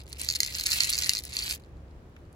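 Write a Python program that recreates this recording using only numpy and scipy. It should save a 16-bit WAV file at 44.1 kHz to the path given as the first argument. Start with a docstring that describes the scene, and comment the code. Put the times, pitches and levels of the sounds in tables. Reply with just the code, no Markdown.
"""Loading steel pellets

Small steel pellets pour from a plastic bottle into a pistol, outdoors, close to a two-port microphone.
They jostle in the bottle as a dense rattle and drop one by one into the plastic magazine with sharp clacks.
The flow stalls, resumes and stops; the bottle taps the gun once over a low distant rumble."""
import sys
import numpy as np
from scipy import signal
from scipy.fft import rfft, irfft, next_fast_len
from scipy.io import wavfile
from scipy.ndimage import map_coordinates

SR = 44100
rng = np.random.default_rng(int(sys.argv[2]) if len(sys.argv) > 2 else 0)


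def bounce(signal):
    """Save signal as a 16-bit WAV file at the path given by the first command-line argument."""
    frames = np.transpose(np.atleast_2d(signal))
    limited = np.clip(frames, -1, 1)
    pcm = np.round(limited * 32767).astype(np.int16)
    wavfile.write(sys.argv[1], SR, pcm)


N = 103635

# Single pellets hitting the magazine: start_s, relative_level_db, tick_over_ring_db
STRIKES = [(0.129, -35, -0.5), (0.196, -35.5, -8.5), (0.2153, -32.5, 6), (0.2471, -35.5, 1.5),
           (0.2558, -38, -7), (0.2881, -19, -10), (0.301, -23, -14), (0.3104, -27, -9.5),
           (0.3246, -31.5, -5.5), (0.338, -33, -7.5), (0.3516, -28.5, -8), (0.3556, -28.5, 1.5),
           (0.3594, -25.5, -6.5), (0.3638, -29, -6), (0.404, -15.5, -5), (0.4166, -35.5, -2),
           (0.432, -20, -7.5), (0.4487, -27.5, -11.5), (0.4627, -28.5, -9), (0.475, -29.5, -14),
           (0.5465, -30, -23.5), (0.551, -25, -22.5), (0.5849, -29.5, -6), (0.5975, -25.5, -5),
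           (0.6104, -26.5, -6.5), (0.6372, -29.5, -1.5), (0.6591, -27, -16.5), (0.6623, -20, -13.5),
           (0.665, -29.5, 5.5), (0.6687, -22.5, -3), (0.7119, -22.5, -8), (0.718, -20, -12.5),
           (0.7293, -24.5, -6.5), (0.7322, -21, -6), (0.7372, -24.5, -10.5), (0.8051, -14, -11.5),
           (0.8347, -20.5, -7.5), (0.844, -23.5, -16), (0.8476, -26.5, -13), (0.8939, -26.5, -1.5),
           (0.8972, -30, 5.5), (0.902, -31.5, 11), (0.9278, -24, -9.5), (0.9349, -22.5, -10.5),
           (0.9453, -27.5, -15.5), (0.9539, -25.5, -13.5), (0.9791, -25, -11.5), (0.9875, -22, -2),
           (1.0223, -24, -8), (1.0352, -23, -12.5), (1.044, -23, -12), (1.0613, -25.5, -13),
           (1.0938, -12, -8), (1.1064, -28, -11), (1.1348, -23, -6), (1.151, -24.5, -12),
           (1.1612, -31.5, -16), (1.1698, -27, -13), (1.181, -31, -2.5), (1.189, -30.5, -2),
           (1.2375, -39.5, 3), (1.2519, -41.5, 7.5), (1.3369, -37, 0), (1.3676, -26, -7.5),
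           (1.3896, -26.5, -8.5), (1.5097, -25, -9), (2.3287, -67, 9)]
# The magazine's short plastic ring: pitch_hz, relative_level_db, t60_s
MAGAZINE_MODES = [(1350, -31.5, 0.0014), (2104, -17.5, 0.011), (2650, -11.5, 0.0046), (4354, 1, 0.0052),
                  (4964, -5.5, 0.0054), (6460, -3.5, 0.0038), (7020, -4.5, 0.0033)]
# Tone of the hard contact just ahead of the ring: frequency_hz, relative_level_db
TICK_SPECTRUM = [(800, -26.5), (1500, -13.5), (4000, -16), (7500, -2.5), (9700, 8.5), (12000, -2),
                 (14000, -0.5), (16000, -13)]
STRIKE_GAIN_DB, RING_RISE_S = 19.5, 0.00038
PITCH_SPREAD, LEVEL_SPREAD_DB, DECAY_SPREAD = 0.027, 1.5, 0.22
TICK_RISE_S, TICK_LEAD_S, TICK_T60_S = 0.00019, 0.00026, 0.003


def clacks():
    """Each pellet gives a bright tick, then rings the magazine a little differently every time."""
    out, t = np.zeros((2, N)), np.arange(SR // 40) / SR
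    chatter = amp(-21) * fade(t, t60=0.019)  # neighbouring pellets stir after the tick
    tick_envelope = (fade(t, TICK_T60_S) + chatter) * (1 - np.exp(-(t / TICK_RISE_S) ** 2))
    for start_s, level_db, tick_db in STRIKES:
        decay_scale = np.exp(DECAY_SPREAD * rng.normal())
        ring = np.zeros(len(t))
        for pitch_hz, mode_db, t60_s in MAGAZINE_MODES:
            envelope = amp(mode_db + LEVEL_SPREAD_DB * rng.normal()) * fade(t, t60_s * decay_scale)
            detuned_hz = pitch_hz * (1 + PITCH_SPREAD * rng.normal())
            ring += envelope * np.sin(2 * np.pi * detuned_hz * (t - RING_RISE_S))
        ring *= 1 - np.exp(-(t / RING_RISE_S) ** 2)
        tick = coloured(port_noise(len(t)), TICK_SPECTRUM) * tick_envelope
        gain = amp(level_db + STRIKE_GAIN_DB) / np.sqrt(len(t))
        add(out, start_s, gain * unit(ring))
        add(out, start_s - TICK_LEAD_S, gain * amp(tick_db) * unit(tick))
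    return out


# The pour swells, stalls, resumes and dies away: time_s, level_db
FLOW_LEVEL = [(0, -47), (0.031, -59), (.11, -51), (.165, -56.5), (0.199, -41.5), (.3, -44), (0.389, -44),
              (0.432, -41), (.5, -42.5), (.6, -38), (0.649, -43), (.675, -33.5), (0.741, -31.5), (.85, -32),
              (.88, -35.5), (0.906, -32.5), (.95, -38), (0.999, -34.5), (1.119, -36.5), (1.19, -42),
              (1.22, -51.5), (1.311, -48), (1.345, -40.5), (1.448, -38.5), (1.52, -35), (1.549, -40.5),
              (1.58, -62.5), (1.7, -83)]
# Duller body of the rattle, pellet on bottle wall: frequency_hz, relative_level_db
WALL_SPECTRUM = [(200, -31.5), (700, -21.5), (1200, -14.5), (1600, -10.5), (2000, -1), (2600, 0.5),
                 (3300, -4), (4400, 3.5), (5600, -8.5), (7000, -6), (9000, -10), (16000, -21)]
# Bright edge of the rattle, pellet on pellet: frequency_hz, relative_level_db
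STEEL_SPECTRUM = [(1000, -31.5), (3000, -6), (5500, -5), (8000, -2), (14000, -5), (16000, -16)]
WALL_PEAK_PER_S, WALL_DB, WALL_T60_S = 2300, -1, 0.0024
STEEL_PEAK_PER_S, STEEL_DB, STEEL_T60_S = 700, -4, 0.002


def rattle():
    """Pellets hit the bottle wall and each other: dense at full flow, separate in a trickle."""
    flow = amp(np.interp(np.arange(N) / SR, *np.transpose(FLOW_LEVEL)))
    t = np.arange(SR // 40) / SR

    def contacts(peak_per_s):
        """Random impulses of uneven strength that thin out as the flow weakens."""
        chance = peak_per_s / SR * (flow / flow.max()) ** 0.7
        hits = rng.random(N) < chance
        strength = amp(7 * np.clip(rng.standard_normal(N), -2, 1))
        return hits * strength * flow / np.sqrt(chance)

    wall_energy = signal.fftconvolve(contacts(WALL_PEAK_PER_S) ** 2, fade(t, WALL_T60_S) ** 2)[:N]
    wall = unit(coloured(np.sqrt(np.abs(wall_energy)) * port_noise(N), WALL_SPECTRUM))
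    clicks, steel = contacts(STEEL_PEAK_PER_S), np.zeros((2, N))
    for i in np.flatnonzero(clicks):
        add(steel, i / SR, clicks[i] * port_noise(len(t)) * fade(t, STEEL_T60_S))
    steel = unit(coloured(steel, STEEL_SPECTRUM))
    flow_rms = np.sqrt(np.mean(flow ** 2))
    return flow_rms * (amp(WALL_DB) * wall + amp(STEEL_DB) * steel)


# Pellets settling softly inside the magazine: start_s, relative_level_db
SOFT_LANDINGS = [(0.301, -24.5), (1.3682, -23.5), (1.392, -29), (1.424, -31), (1.4292, -34.5), (1.434, -37),
                 (1.438, -36.5), (1.4986, -33), (1.5206, -34.5), (1.534, -40)]
HOLLOW_HZ, HOLLOW_T60_S, HOLLOW_SPREAD = 4480, 0.0066, 0.0069


def landings():
    """A soft landing has no tick: the magazine's hollow rings at nearly the same pitch each time."""
    out, t = np.zeros(N), np.arange(SR // 40) / SR
    envelope = fade(t, HOLLOW_T60_S) * (1 - fade(t, 2 * np.pi * RING_RISE_S))
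    for start_s, level_db in SOFT_LANDINGS:
        pitch_hz = HOLLOW_HZ * (1 + HOLLOW_SPREAD * rng.normal())
        ring = np.sin(2 * np.pi * pitch_hz * t) * envelope
        add(out, start_s, amp(level_db + STRIKE_GAIN_DB) * ring / np.linalg.norm(ring))
    return out


# Tone of a dull plastic tap: frequency_hz, relative_level_db
TAP_SPECTRUM = [(400, -15.5), (1500, -0.5), (2700, 7), (3700, -7.5), (14000, -25)]
TAP_START_S, TAP_DB = 2.1645, -29.5


def bottle_tap():
    """The bottle knocks lightly on the gun as it is drawn back."""
    out, t = np.zeros(N), np.arange(SR // 20) / SR
    knock = coloured(rng.standard_normal(len(t)), TAP_SPECTRUM) * fade(t, t60=0.016)
    add(out, TAP_START_S, amp(TAP_DB) * knock / np.linalg.norm(knock))
    return out


# How far the left port leads the right: frequency_hz, phase_rad
PORT_LEAD = [(0, 3), (600, 0.5), (2000, 3.5), (3000, 3.5), (4300, 6), (5000, 5.1), (6200, 7), (7000, 8),
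             (8500, 3), (11900, -3.5), (15000, -10)]
# How much louder the left port is than the right: frequency_hz, balance_db
PORT_PAN = [(700, -7.5), (1500, 10.5), (2300, 1.5), (3200, -2), (4500, -0.5), (5800, -10), (6700, -2),
            (7400, 1.5), (8300, 1.5), (16000, -1.5)]


def ports(x):
    """Close sound reaches the microphone's two ports with different delay and colour."""
    sides = np.array([[0.5], [-0.5]])

    def response(hz):
        lead_rad = np.interp(hz, *np.transpose(PORT_LEAD))
        return amp(sides * along(PORT_PAN, hz)) * np.exp(1j * sides * lead_rad)
    return filtered(x, response)


def scatter(x, t60):
    """Scattered reflections make a diffuse stereo tail that changes from moment to moment."""
    out, t, block = np.zeros((2, N)), np.arange(SR // 5) / SR, SR // 25
    for i in range(0, N, block):
        tail = rng.standard_normal((2, len(t))) * fade(t, t60)
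        tail /= np.linalg.norm(tail[0])
        add(out, i / SR, signal.fftconvolve(x[:, i:i + block], tail, axes=1))
    return out


# Outdoor bed, heavy lows under a thin hiss: frequency_hz, relative_density_db
AIR_SPECTRUM = [(21, -28.5), (35, 3), (118, -5), (196, -13.5), (343, -13.5), (489, -17.5), (922, -27),
                (1610, -34), (15000, -58)]
# Stereo image of the bed, centred lows and wide highs: frequency_hz, left_right_correlation
AIR_CORRELATION = [(60, 0.95), (250, 0.98), (600, 0.65), (1400, -0.17), (4000, .1), (12000, -0.32)]
AIR_DB, GUST_DB, GUST_BELOW_HZ = -48.5, 1.5, 150


def open_air():
    """A wide, thin hiss over a low rumble that gusts gently."""
    def mid_side_response(hz):
        width_rad = np.arccos(np.clip(along(AIR_CORRELATION, hz), -1, 1)) / 2
        side_gain = np.tan(np.minimum(width_rad, 1))
        return amp(along(AIR_SPECTRUM, hz)) * np.array([np.ones_like(hz), side_gain])
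    mid, side = filtered(rng.standard_normal((2, N)), mid_side_response)
    air = amp(AIR_DB) * unit(np.array([mid + side, mid - side]))
    rumble = filtered(air, lambda hz: np.exp(-(hz / GUST_BELOW_HZ) ** 2))
    return air + (amp(GUST_DB * wobble(per_s=8)) - 1) * rumble


# Low tones of a far-off drone: pitch_hz, level_db
DRONE_TONES = [(71, -50.5), (115, -59.5), (173, -69)]
# The drone recedes as the pour ends: time_s, gain_db
DRONE_FADE = [(1.3, 0), (1.6, -4.5)]


def distant_drone():
    """Three low tones far away, each wavering in level and pitch."""
    out, t = np.zeros(N), np.arange(N) / SR
    for pitch_hz, level_db in DRONE_TONES:
        peak = np.sqrt(2) * amp(level_db + 3.7 * wobble(per_s=11))
        out += peak * np.sin(2 * np.pi * pitch_hz * t + 1.1 * wobble(per_s=5.6))
    return amp(np.interp(t, *np.transpose(DRONE_FADE))) * out


def port_noise(size):
    """Stereo noise, mostly shared by the two ports, with a weaker part for each alone."""
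    return rng.standard_normal(size) + amp(-6.5) * rng.standard_normal((2, size))


def amp(db):
    """Decibels to gain."""
    return 10 ** (np.asarray(db) / 20)


def unit(x):
    """Scale to rms 1."""
    return x / np.sqrt(np.mean(x ** 2) + 1e-20)


def along(points, hz):
    """Read a curve of (frequency_hz, value) points on a log frequency axis."""
    knots_hz, values = np.transpose(points)
    return np.interp(np.log(hz + 1), np.log(np.abs(knots_hz) + 1), values)


def filtered(x, response):
    """Filter x by a complex gain, given as a function of frequency."""
    size = x.shape[-1]
    padded = next_fast_len(2 * size)
    return irfft(rfft(x, padded) * response(np.fft.rfftfreq(padded, 1 / SR)), padded)[..., :size]


def coloured(x, spectrum):
    """Equalise x with a (frequency_hz, level_db) curve, keeping its energy."""
    shaped = filtered(x, lambda hz: amp(along(spectrum, hz)))
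    return shaped * np.linalg.norm(x) / np.linalg.norm(shaped)


def fade(t, t60):
    """A decay of 60 dB in t60 seconds."""
    return np.exp(-np.log(1000) * t / max(t60, 1e-4))


def wobble(per_s):
    """A smooth random curve with per_s knots a second."""
    knots = rng.standard_normal(int(N * per_s / SR) + 4)
    return map_coordinates(knots, [np.arange(N) * per_s / SR])


def add(track, start_s, sound):
    """Mix a sound into a track at a time."""
    part = track[..., max(round(start_s * SR), 0):][..., :sound.shape[-1]]
    part += sound[..., :part.shape[-1]]


def scene():
    """The pour up close, its reflections and the outdoor background."""
    pour = clacks() + landings() + rattle() + bottle_tap()
    near = ports(pour) + amp(-4.5) * scatter(pour, t60=0.02)  # scatter off hands and gun
    add(near, start_s=0.0088, sound=amp(-17.5) * pour)  # one echo from the ground
    yard_tail = amp(-24) * scatter(pour, t60=0.05)
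    return near + yard_tail + open_air() + distant_drone()


DIP_WIDTH_HZ, LOW_CUT_HZ, TOP_HZ = 610, 37, 16000


def record(dry):
    """The microphone notches the treble; the recorder clips at full scale and cuts both band ends."""
    def dip(hz, centre_hz, gain_db):
        return amp(gain_db * np.exp(-((hz - centre_hz) / DIP_WIDTH_HZ) ** 2))
    notched = filtered(dry, lambda hz: dip(hz, 8650, -3) * dip(hz, 11900, -2))
    clipped = np.clip(notched, -1, 1)
    return filtered(clipped, lambda hz: (hz < TOP_HZ) * (1 - 1 / (1 + (hz / LOW_CUT_HZ) ** 10)))


dry = scene()
out = record(dry)
bounce(out)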